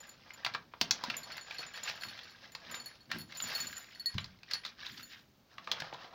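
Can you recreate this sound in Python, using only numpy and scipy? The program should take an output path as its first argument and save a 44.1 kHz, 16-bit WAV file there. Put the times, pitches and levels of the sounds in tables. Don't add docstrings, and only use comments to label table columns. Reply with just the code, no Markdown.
import sys
import numpy as np
from scipy import signal
from scipy.fft import rfft, irfft, next_fast_len
from scipy.io import wavfile

SR = 44100
rng = np.random.default_rng(int(sys.argv[2]) if len(sys.argv) > 2 else 0)


def pcm_store(signal):
    levels = np.round(np.clip(np.atleast_2d(signal), -1, 1) * 32767)
    wavfile.write(sys.argv[1], SR, levels.astype(np.int16).T)


N = 270774

# frequency in Hz, relative level in dB.
AIR_COLOUR = [(25, -14), (50, 0), (110, -0.5), (250, -7), (400, -6.5), (900, -11), (2000, -17), (4500, -16),
              (6200, -21), (8200, -35.5), (12000, -33.5), (15200, -22.5)]
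# crest time in seconds, level in dB, swell time in seconds, settle time in seconds.
SHAKES = [(0.04, -58, 0.25, 0.24), (0.38, -60, 0.33, 0.41), (0.53, -57.5, 0.27, 0.17),
          (0.96, -53, 0.22, .3), (1.12, -49, 0.23, 0.29), (1.32, -49, 0.11, 0.2), (1.5, -48, 0.057, 0.19),
          (1.62, -47.5, 0.086, 0.18), (1.77, -47.5, 0.055, 0.22), (1.89, -40, 0.081, 0.077),
          (2.02, -51.5, 0.2, 0.3), (2.16, -51.5, 0.21, 0.46), (2.44, -53, 0.054, 0.11),
          (2.76, -49, .2, 0.098), (2.88, -57, 0.13, 0.23), (3.13, -44, 0.036, 0.13),
          (3.36, -49.5, 0.083, 0.3), (3.53, -41.5, 0.14, 0.31), (3.78, -51, 0.051, 0.13),
          (3.93, -58, 0.1, 0.35), (4.14, -55, 0.087, 0.34), (4.55, -46.5, 0.086, 0.083),
          (4.66, -48.5, 0.043, 0.099), (4.82, -46, 0.045, 0.27), (5.0, -51.5, 0.037, 0.052),
          (5.14, -52, 0.082, 0.084), (5.53, -63, 0.054, 0.18), (5.8, -50, 0.22, 0.3),
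          (6.04, -53, 0.091, 0.073), (6.14, -58.5, 0.041, .1)]
# frequency in Hz, relative level in dB.
KIBBLE_COLOUR = [(300, -15), (600, -12.5), (1000, -7), (1600, 5.5), (2400, 3), (3600, 4.5), (5200, 4),
                 (6300, -6.5), (7200, -19), (8200, -39), (10500, -31.5), (15500, -24)]
# frequency in Hz, relative level in dB.
HOLLOW_COLOUR = [(150, -27), (280, -13.5), (420, -4), (560, 5.5), (900, 3.5), (1300, 5), (2200, -53.5)]
# time in seconds, rumble level in dB relative to the flow of kibble.
POUCH_HOLLOWNESS = [(0, -6), (1.25, -7), (2.0, -12.5), (2.7, -7.5), (3.55, -11.5), (4.0, -14.5),
                    (4.7, -13.5), (5.15, -24), (5.6, -3), (6.14, 1)]
# crest time in seconds, level in dB, swell time in seconds, settle time in seconds.
SPILLS = [(1.87, -66, 0.062, .15), (2.06, -68, .09, 0.16), (3.42, -59, .07, 0.27), (3.58, -55, 0.074, 0.3),
          (4.95, -69, 0.14, 0.46)]
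# frequency in Hz, relative level in dB.
TICK_COLOUR = [(5000, -20), (7000, -3), (8200, -26), (10200, -21.5), (11300, -13.5), (13500, -11),
               (15250, -2), (15550, -14), (15900, -15)]
# crest time in seconds, level in dB.
GRIP_SHIFTS = [(1.12, -62), (2.08, -64.5), (2.72, -59.5), (3.17, -54), (3.47, -61), (3.65, -62.5),
               (4.22, -66), (4.97, -63.5), (5.78, -65)]
# frequency in Hz, relative level in dB.
HAND_COLOUR = [(25, -43), (60, -17.5), (110, -2.5), (220, -3.5), (330, -8), (700, -43)]
# start in seconds, ping level in dB, lower chime level in dB, top sparkle level in dB.
PELLETS = [(0.003, -48.5, -72, -63), (0.0715, -59, -78, -63), (0.092, -47.5, -55.5, -55),
           (0.3356, -49.5, -61, -60), (1.1675, -32.5, -65, -42), (1.2324, -49.5, -44.5, -55),
           (1.369, -48.5, -66, -53), (1.4107, -49.5, -50.5, -70), (1.5837, -55.5, -38.5, -71),
           (1.6651, -48, -64, -84), (1.7374, -53.5, -55, -60), (1.8348, -34, -59, -57),
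           (2.0113, -55, -44, -66), (2.0358, -55, -46, -54), (2.0848, -59, -46.5, -61),
           (2.52, -57.5, -58, -58), (2.7135, -46, -60, -50.5), (2.7498, -44, -48, -54),
           (2.8, -55, -42.5, -65), (2.8595, -55, -45, -48.5), (3.1854, -61, -49.5, -47),
           (3.2072, -56.5, -48, -48), (3.3718, -40, -56.5, -48), (3.4232, -30.5, -63, -45),
           (3.4845, -55, -50, -48), (3.5503, -43, -33.5, -42), (3.6027, -35, -41, -50),
           (3.6692, -38, -45, -52), (3.7672, -37, -52, -60), (3.7785, -42.5, -64, -50),
           (3.949, -69, -51, -69.5), (3.997, -61, -42.5, -51), (4.0588, -46.5, -27, -45),
           (4.205, -56, -59, -70), (4.5335, -53, -38.5, -56), (4.574, -74, -49.5, -79),
           (4.9187, -57, -71, -64), (5.0295, -53.5, -52, -52)]
# frequency in Hz, level in dB, typical time to fade by 60 dB in seconds.
CHIME_TONES = [(1890, -19.5, 0.17), (4380, 3.5, 0.064), (4392, -16.5, 0.2), (9000, -29, 0.091),
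               (10940, -21, 0.14), (12050, -23.5, 0.053)]
PING_TONES = [(7019, 2, 0.11), (6985, -14, .14), (11300, -18, .1)]
SPARKLE_TONES = [(11220, -5.5, 0.086), (13100, -6.5, 0.088), (15235, -11, 0.082)]
# start in seconds, level in dB, hollow body in dB relative
# to that level, sharp edge in dB relative to that level, crease pitch in Hz.
SNAPS = [(0.3045, -39, -46, -24, 2100), (0.4474, -23.5, -29, -11.5, 3040),
         (0.4628, -22.5, -22.5, -17.5, 1420), (0.5375, -35, -25, -16, 4430),
         (0.5477, -21.5, -22.5, -24.5, 1440), (0.7365, -36.5, -15.5, -35, 1200),
         (0.8122, -19.5, -15.5, -6, 2780), (0.9087, -17.5, -27, -7, 6140), (1.037, -28, -14, -7.5, 950),
         (1.0995, -26, -25, -16, 2560), (1.1395, -33, -25, -31, 2530), (1.3663, -40.5, -16, -17, 2000),
         (1.3786, -32.5, -29, -16.5, 2070), (1.508, -34.5, -29, -14, 2360), (1.5918, -36.5, -14, -12, 830),
         (1.6323, -34.5, -21, -34, 2480), (1.8966, -32.5, -18.5, -11.5, 2400),
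         (2.0339, -27.5, -67, -23.5, 4900), (2.1895, -36.5, -36, -19, 3100),
         (2.5494, -33.5, -24.5, -12.5, 1120), (2.7427, -32.5, -25, -14, 2140),
         (3.1021, -40, -19, -23, 1880), (3.1145, -25, -30, -11.5, 1930), (3.3216, -39, -40, -14, 2070),
         (3.4014, -29.5, -38, -21, 4030), (3.7275, -37, -49, -15, 1630), (4.1805, -26.5, -29, -20, 3170),
         (4.2429, -41, -21, -10, 4470), (4.4317, -43.5, -31, -14, 2580), (4.5104, -28.5, -68, -9.5, 2000),
         (4.5342, -32.5, -24, -5, 4460), (4.6491, -36, -43, -10.5, 3560), (4.6624, -38, -22.5, -8, 3600),
         (4.865, -37.5, -29.5, -11, 3750), (4.9761, -44, -29, -6.5, 3200), (5.581, -35, -23, -21.5, 1070),
         (5.673, -32, -14, -22.5, 1170), (5.7146, -22, -23.5, -10.5, 3210), (5.801, -37, -23, -4.5, 1660),
         (5.8197, -30, -18.5, -21, 1660), (5.9259, -37, -8.5, -28, 880), (5.9432, -35, -15, -22, 960),
         (6.0427, -46, -16, -17, 764)]
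# frequency in Hz, relative level in dB.
FILM_COLOUR = [(60, -37), (130, -6.5), (250, -11.5), (400, -10.5), (650, -3.5), (1400, -4), (2100, -3.5),
               (3000, -4.5), (4400, 3.5), (6200, -7), (7200, -15.5), (8300, -26), (12500, -28.5),
               (15500, -19)]
# start in seconds, level in dB, pitch in Hz, time to fade by 60 dB in seconds.
BUMPS = [(.737, -31.5, 970, 0.016), (0.814, -26, 192, 0.024), (1.077, -53, 145, 0.19),
         (1.081, -34.5, 246, 0.05), (3.17, -49.5, 224.7, 0.38), (4.140, -47, 94, 0.25),
         (4.152, -24, 122, 0.035), (4.163, -32, 177, 0.09), (4.183, -41, 110, .08),
         (4.183, -43, 414, 0.019), (5.818, -43.5, 152, 0.11)]
# it holds start in seconds, end in seconds.
POURING = (1.15, 3.9)
# frequency in Hz, time to fade by 60 dB in seconds.
ROOM_FADE = [(150, 0.62), (1000, 0.21), (5000, 0.14), (14000, 0.1)]

SURGE_RANGE_DB = 20
SWELL_CURVE = 1.96
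POUCH_HZ, POUCH_Q, POUCH_RING_DB = 1617, 18, -5
HOLD_DB = -74
RUB_SWELL_S, RUB_SETTLE_S = 0.093, 0.13
CRINKLES_PER_S, CRINKLE_OVER_SLIDE_DB, CRINKLE_SPREAD_DB = 9, 4, 3
CRINKLE_BODY_DB, CRINKLE_EDGE_DB = -21.5, -6.5
CRINKLE_HZ, CRINKLE_PITCH_SCATTER = 2260, 0.35
STRAYS_PER_S, STRAY_PING_DB, STRAY_CHIME_DB, STRAY_SPARKLE_DB = 7, -7, -3.5, -11.5
TOP_HZ = 15900


def amp(db):
    return 10 ** (np.asarray(db) / 20)


def unit(x):
    return x / np.sqrt(np.mean(x ** 2) + 1e-20)


def along(points, hz):
    f, v = np.transpose(points)
    return np.interp(np.log(hz + 1), np.log(f + 1), v)


def curves(rows):
    s, *cols = np.transpose(rows)
    return [np.interp(np.arange(N) / SR, s, c) for c in cols]


def add(track, s, sound):
    start = max(round(s * SR), 0)
    track[start:start + len(sound)] += sound[:len(track) - start]


def coloured(x, spectrum):
    m = 2 * next_fast_len(len(x) // 2 + 2048)
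    gain = amp(along(spectrum, np.fft.rfftfreq(m, 1 / SR)))
    cepstrum = irfft(np.log(gain))
    cepstrum[1:m // 2] *= 2
    cepstrum[m // 2 + 1:] = 0
    return irfft(rfft(x, m) * np.exp(rfft(cepstrum)), m)[:len(x)]


def crackle(rate, spread_db, t60):
    sizes = amp(spread_db * np.minimum(rng.standard_normal(N), 2.4))
    energy = (rng.random(N) < rate / SR) * sizes ** 2
    fading = signal.lfilter([1], [1, -amp(-120 / (t60 * SR))], energy)
    return unit(np.sqrt(fading) * rng.standard_normal(N))


def surges(rows):
    t, power = np.arange(N) / SR, np.zeros(N)
    for s, db, swell, settle in rows:
        before = np.abs((s - t) / max(swell, 0.01)) ** SWELL_CURVE
        after = (t - s) / max(settle, 0.01)
        below = np.where(t < s, before, after)
        power += amp(db - SURGE_RANGE_DB * np.minimum(below, 10)) ** 2
    return np.sqrt(power)


def chance_moments(flow, per_s, start, end):
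    draws = rng.standard_normal((200, 2))
    times = start + (np.arange(len(draws)) + rng.random(len(draws))) / per_s
    return [(s, 20 * np.log10(flow[int(s * SR)]), a, b) for s, (a, b) in zip(times, draws) if s < end]


def quiet_air(level_db):
    return amp(level_db) * unit(coloured(rng.standard_normal(N), AIR_COLOUR))


def sliding(flow, rustle_db, knock_db, hollow_db):
    fine = unit(coloured(crackle(rate=420, spread_db=2, t60=0.06), KIBBLE_COLOUR))
    bumping = knocks(rate=140, spread_db=0, centre_hz=2580, scatter=0.3527, cycles=7.9)
    coarse = unit(coloured(bumping, KIBBLE_COLOUR))
    dull = unit(coloured(crackle(rate=220, spread_db=0, t60=0.04), HOLLOW_COLOUR))
    rustle = amp(rustle_db) * (fine + amp(knock_db) * coarse)
    rumble = amp(curves(POUCH_HOLLOWNESS)[0] + hollow_db) * dull
    return flow * (rustle + rumble)


def knocks(rate, spread_db, centre_hz, scatter, cycles):
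    onsets = np.flatnonzero(rng.random(N) < rate / SR)
    t = np.arange(SR // 60) / SR
    draws = rng.standard_normal((N, 5))[onsets]
    pitches = centre_hz * np.exp(scatter * (draws[:, :1] + draws[:, 1:4]))
    hz = np.clip(pitches, 500, 7000)[..., None]
    tones = (np.sin(2 * np.pi * hz * t) * np.exp(-hz * t / cycles)).sum(1)
    sizes = amp(spread_db * np.minimum(draws[:, 4:], 1.6))
    places = onsets[:, None] + np.arange(len(t))
    return np.bincount(places.ravel(), (sizes * tones).ravel(), N)[:N]


def pouch_ring(x):
    return x + amp(POUCH_RING_DB) * signal.lfilter(*signal.iirpeak(POUCH_HZ, POUCH_Q, SR), x)


def skitter(flow, level_db, trickle_db):
    landing = np.hypot(amp(trickle_db) * flow, surges(SPILLS))
    ticks = unit(coloured(crackle(rate=210, spread_db=0.5, t60=0.036), TICK_COLOUR))
    return amp(level_db) * landing * ticks


def rubbing(grip_db):
    shifts = [(s, db, RUB_SWELL_S, RUB_SETTLE_S) for s, db in GRIP_SHIFTS]
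    grip = np.hypot(amp(HOLD_DB), surges(shifts))
    return amp(grip_db) * grip * unit(coloured(crackle(rate=160, spread_db=5.5, t60=0.18), HAND_COLOUR))


def saucer(rows, chime_db, ping_db, sparkle_db, tick_db, rise, vary_db, detune, damping, bounce_s, bounce_db):
    out, t = np.zeros(N), np.arange(SR // 4) / SR
    for s, ping, chime, sparkle in rows:
        # its tones, its level in dB, the random spread of its levels in dB
        families = ((CHIME_TONES, chime + chime_db, 1), (PING_TONES, ping + ping_db, 1),
                    (SPARKLE_TONES, sparkle + sparkle_db, vary_db))
        bounce_delay = bounce_s * (0.5 + rng.random())
        for delay, strength_db in (0, 0), (bounce_delay, bounce_db):
            tick = coloured(rng.standard_normal(len(t)), TICK_COLOUR)
            ring = amp(sparkle + tick_db - 60 * t / 0.016) * tick
            for modes, db, vary in families:
                for hz, level, t60 in modes:
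                    shift, size, life = rng.standard_normal(3)
                    phase = 2 * np.pi * (hz * (1 + detune * shift) * t + rng.random())
                    fade_db = 60 * t / (t60 * np.exp(damping * life))
                    ring += amp(db + level + vary * size - fade_db) * np.sin(phase)
            add(out, s + delay, amp(strength_db) * ring * (1 - np.exp(-t / rise)))
    return out


def crinkles(flow):
    return [(s, db + CRINKLE_OVER_SLIDE_DB + CRINKLE_SPREAD_DB * size, CRINKLE_BODY_DB, CRINKLE_EDGE_DB,
             CRINKLE_HZ * np.exp(CRINKLE_PITCH_SCATTER * pitch))
            for s, db, size, pitch in chance_moments(flow, CRINKLES_PER_S, 0, N / SR)]


def snaps(rows, level_db, rise, crack_t60, flutter_db, flutter_t60, body_db, edge_db, crease_db, crease_q, crinkle_db):
    out, t = np.zeros(N), np.arange(SR // 6) / SR
    knots = np.arange(0, t[-1], 0.0015)
    crack = amp(-60 * t / crack_t60)
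    flutter = amp(flutter_db - 60 * t / flutter_t60)
    shape = (1 - np.exp(-t / rise)) * np.hypot(crack, flutter)
    for s, db, body, edge, hz in rows:
        wobble = np.interp(t, knots, rng.standard_normal(len(knots)))
        crinkle = amp(crinkle_db * wobble * np.minimum(t / 0.0063, 1))
        burst = shape * crinkle * rng.standard_normal(len(t))
        burst = burst + amp(crease_db) * signal.lfilter(*signal.iirpeak(hz, crease_q, SR), burst)
        lean = [(500, body + body_db), (1300, 0), (3000, 0.014), (5000, edge + edge_db)]
        add(out, s, amp(db + level_db) * coloured(burst, lean))
    return coloured(out, FILM_COLOUR)


def bumps(rise):
    out, t = np.zeros(N), np.arange(SR // 3) / SR
    for s, db, hz, t60 in BUMPS:
        add(out, s, amp(db - 60 * t / t60) * (1 - np.exp(-t / rise)) * np.sin(2 * np.pi * hz * t))
    return out


def strays(flow, spread_db):
    return [(s, db + STRAY_PING_DB + spread_db * a, db + STRAY_CHIME_DB + spread_db * b, db + STRAY_SPARKLE_DB)
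            for s, db, a, b in chance_moments(flow, STRAYS_PER_S, *POURING)]


def room(x):
    hz, t, z = signal.stft(rng.standard_normal(SR // 2), SR, nperseg=256)
    fade = amp(-60 * t / along(ROOM_FADE, hz)[:, None])
    tail = signal.istft(z * fade, SR, nperseg=256)[1]
    tail = np.pad(tail / np.linalg.norm(tail), (SR // 250, 0))
    return signal.fftconvolve(x, tail)[:N]


def scene():
    flow = surges(SHAKES)
    air = quiet_air(level_db=-68.5)
    pouch = sliding(flow, rustle_db=-4.0, knock_db=0.0, hollow_db=0.0)
    china = skitter(flow, level_db=3, trickle_db=-42)
    hand = rubbing(grip_db=3.5) + bumps(rise=0.0018)
    creases = list(SNAPS) + crinkles(flow)
    pellets = list(PELLETS) + strays(flow, spread_db=5.5)
    pouch = pouch + snaps(creases, level_db=9, rise=0.001, crack_t60=0.025, flutter_db=-24.0, flutter_t60=0.067,
                          body_db=20.5, edge_db=8, crease_db=6.5, crease_q=6.4, crinkle_db=3.5)
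    pouch = pouch_ring(pouch)
    china = china + saucer(pellets, chime_db=1.5, ping_db=-2.0, sparkle_db=1.5, tick_db=13, rise=0.00028,
                           vary_db=0.5, detune=0.0026, damping=0.45, bounce_s=0.0072, bounce_db=-8.5)
    walls = amp(-8.5) * room(pouch) + amp(-15.0) * room(china) + amp(-12.5) * room(hand)
    return (pouch + china + hand + walls + air)[None]


def record(dry):
    m = next_fast_len(N + SR // 2)
    kept = np.fft.rfftfreq(m, 1 / SR) < TOP_HZ
    return irfft(rfft(dry, m) * kept, m)[..., :N]


dry = scene()
out = record(dry)
pcm_store(out)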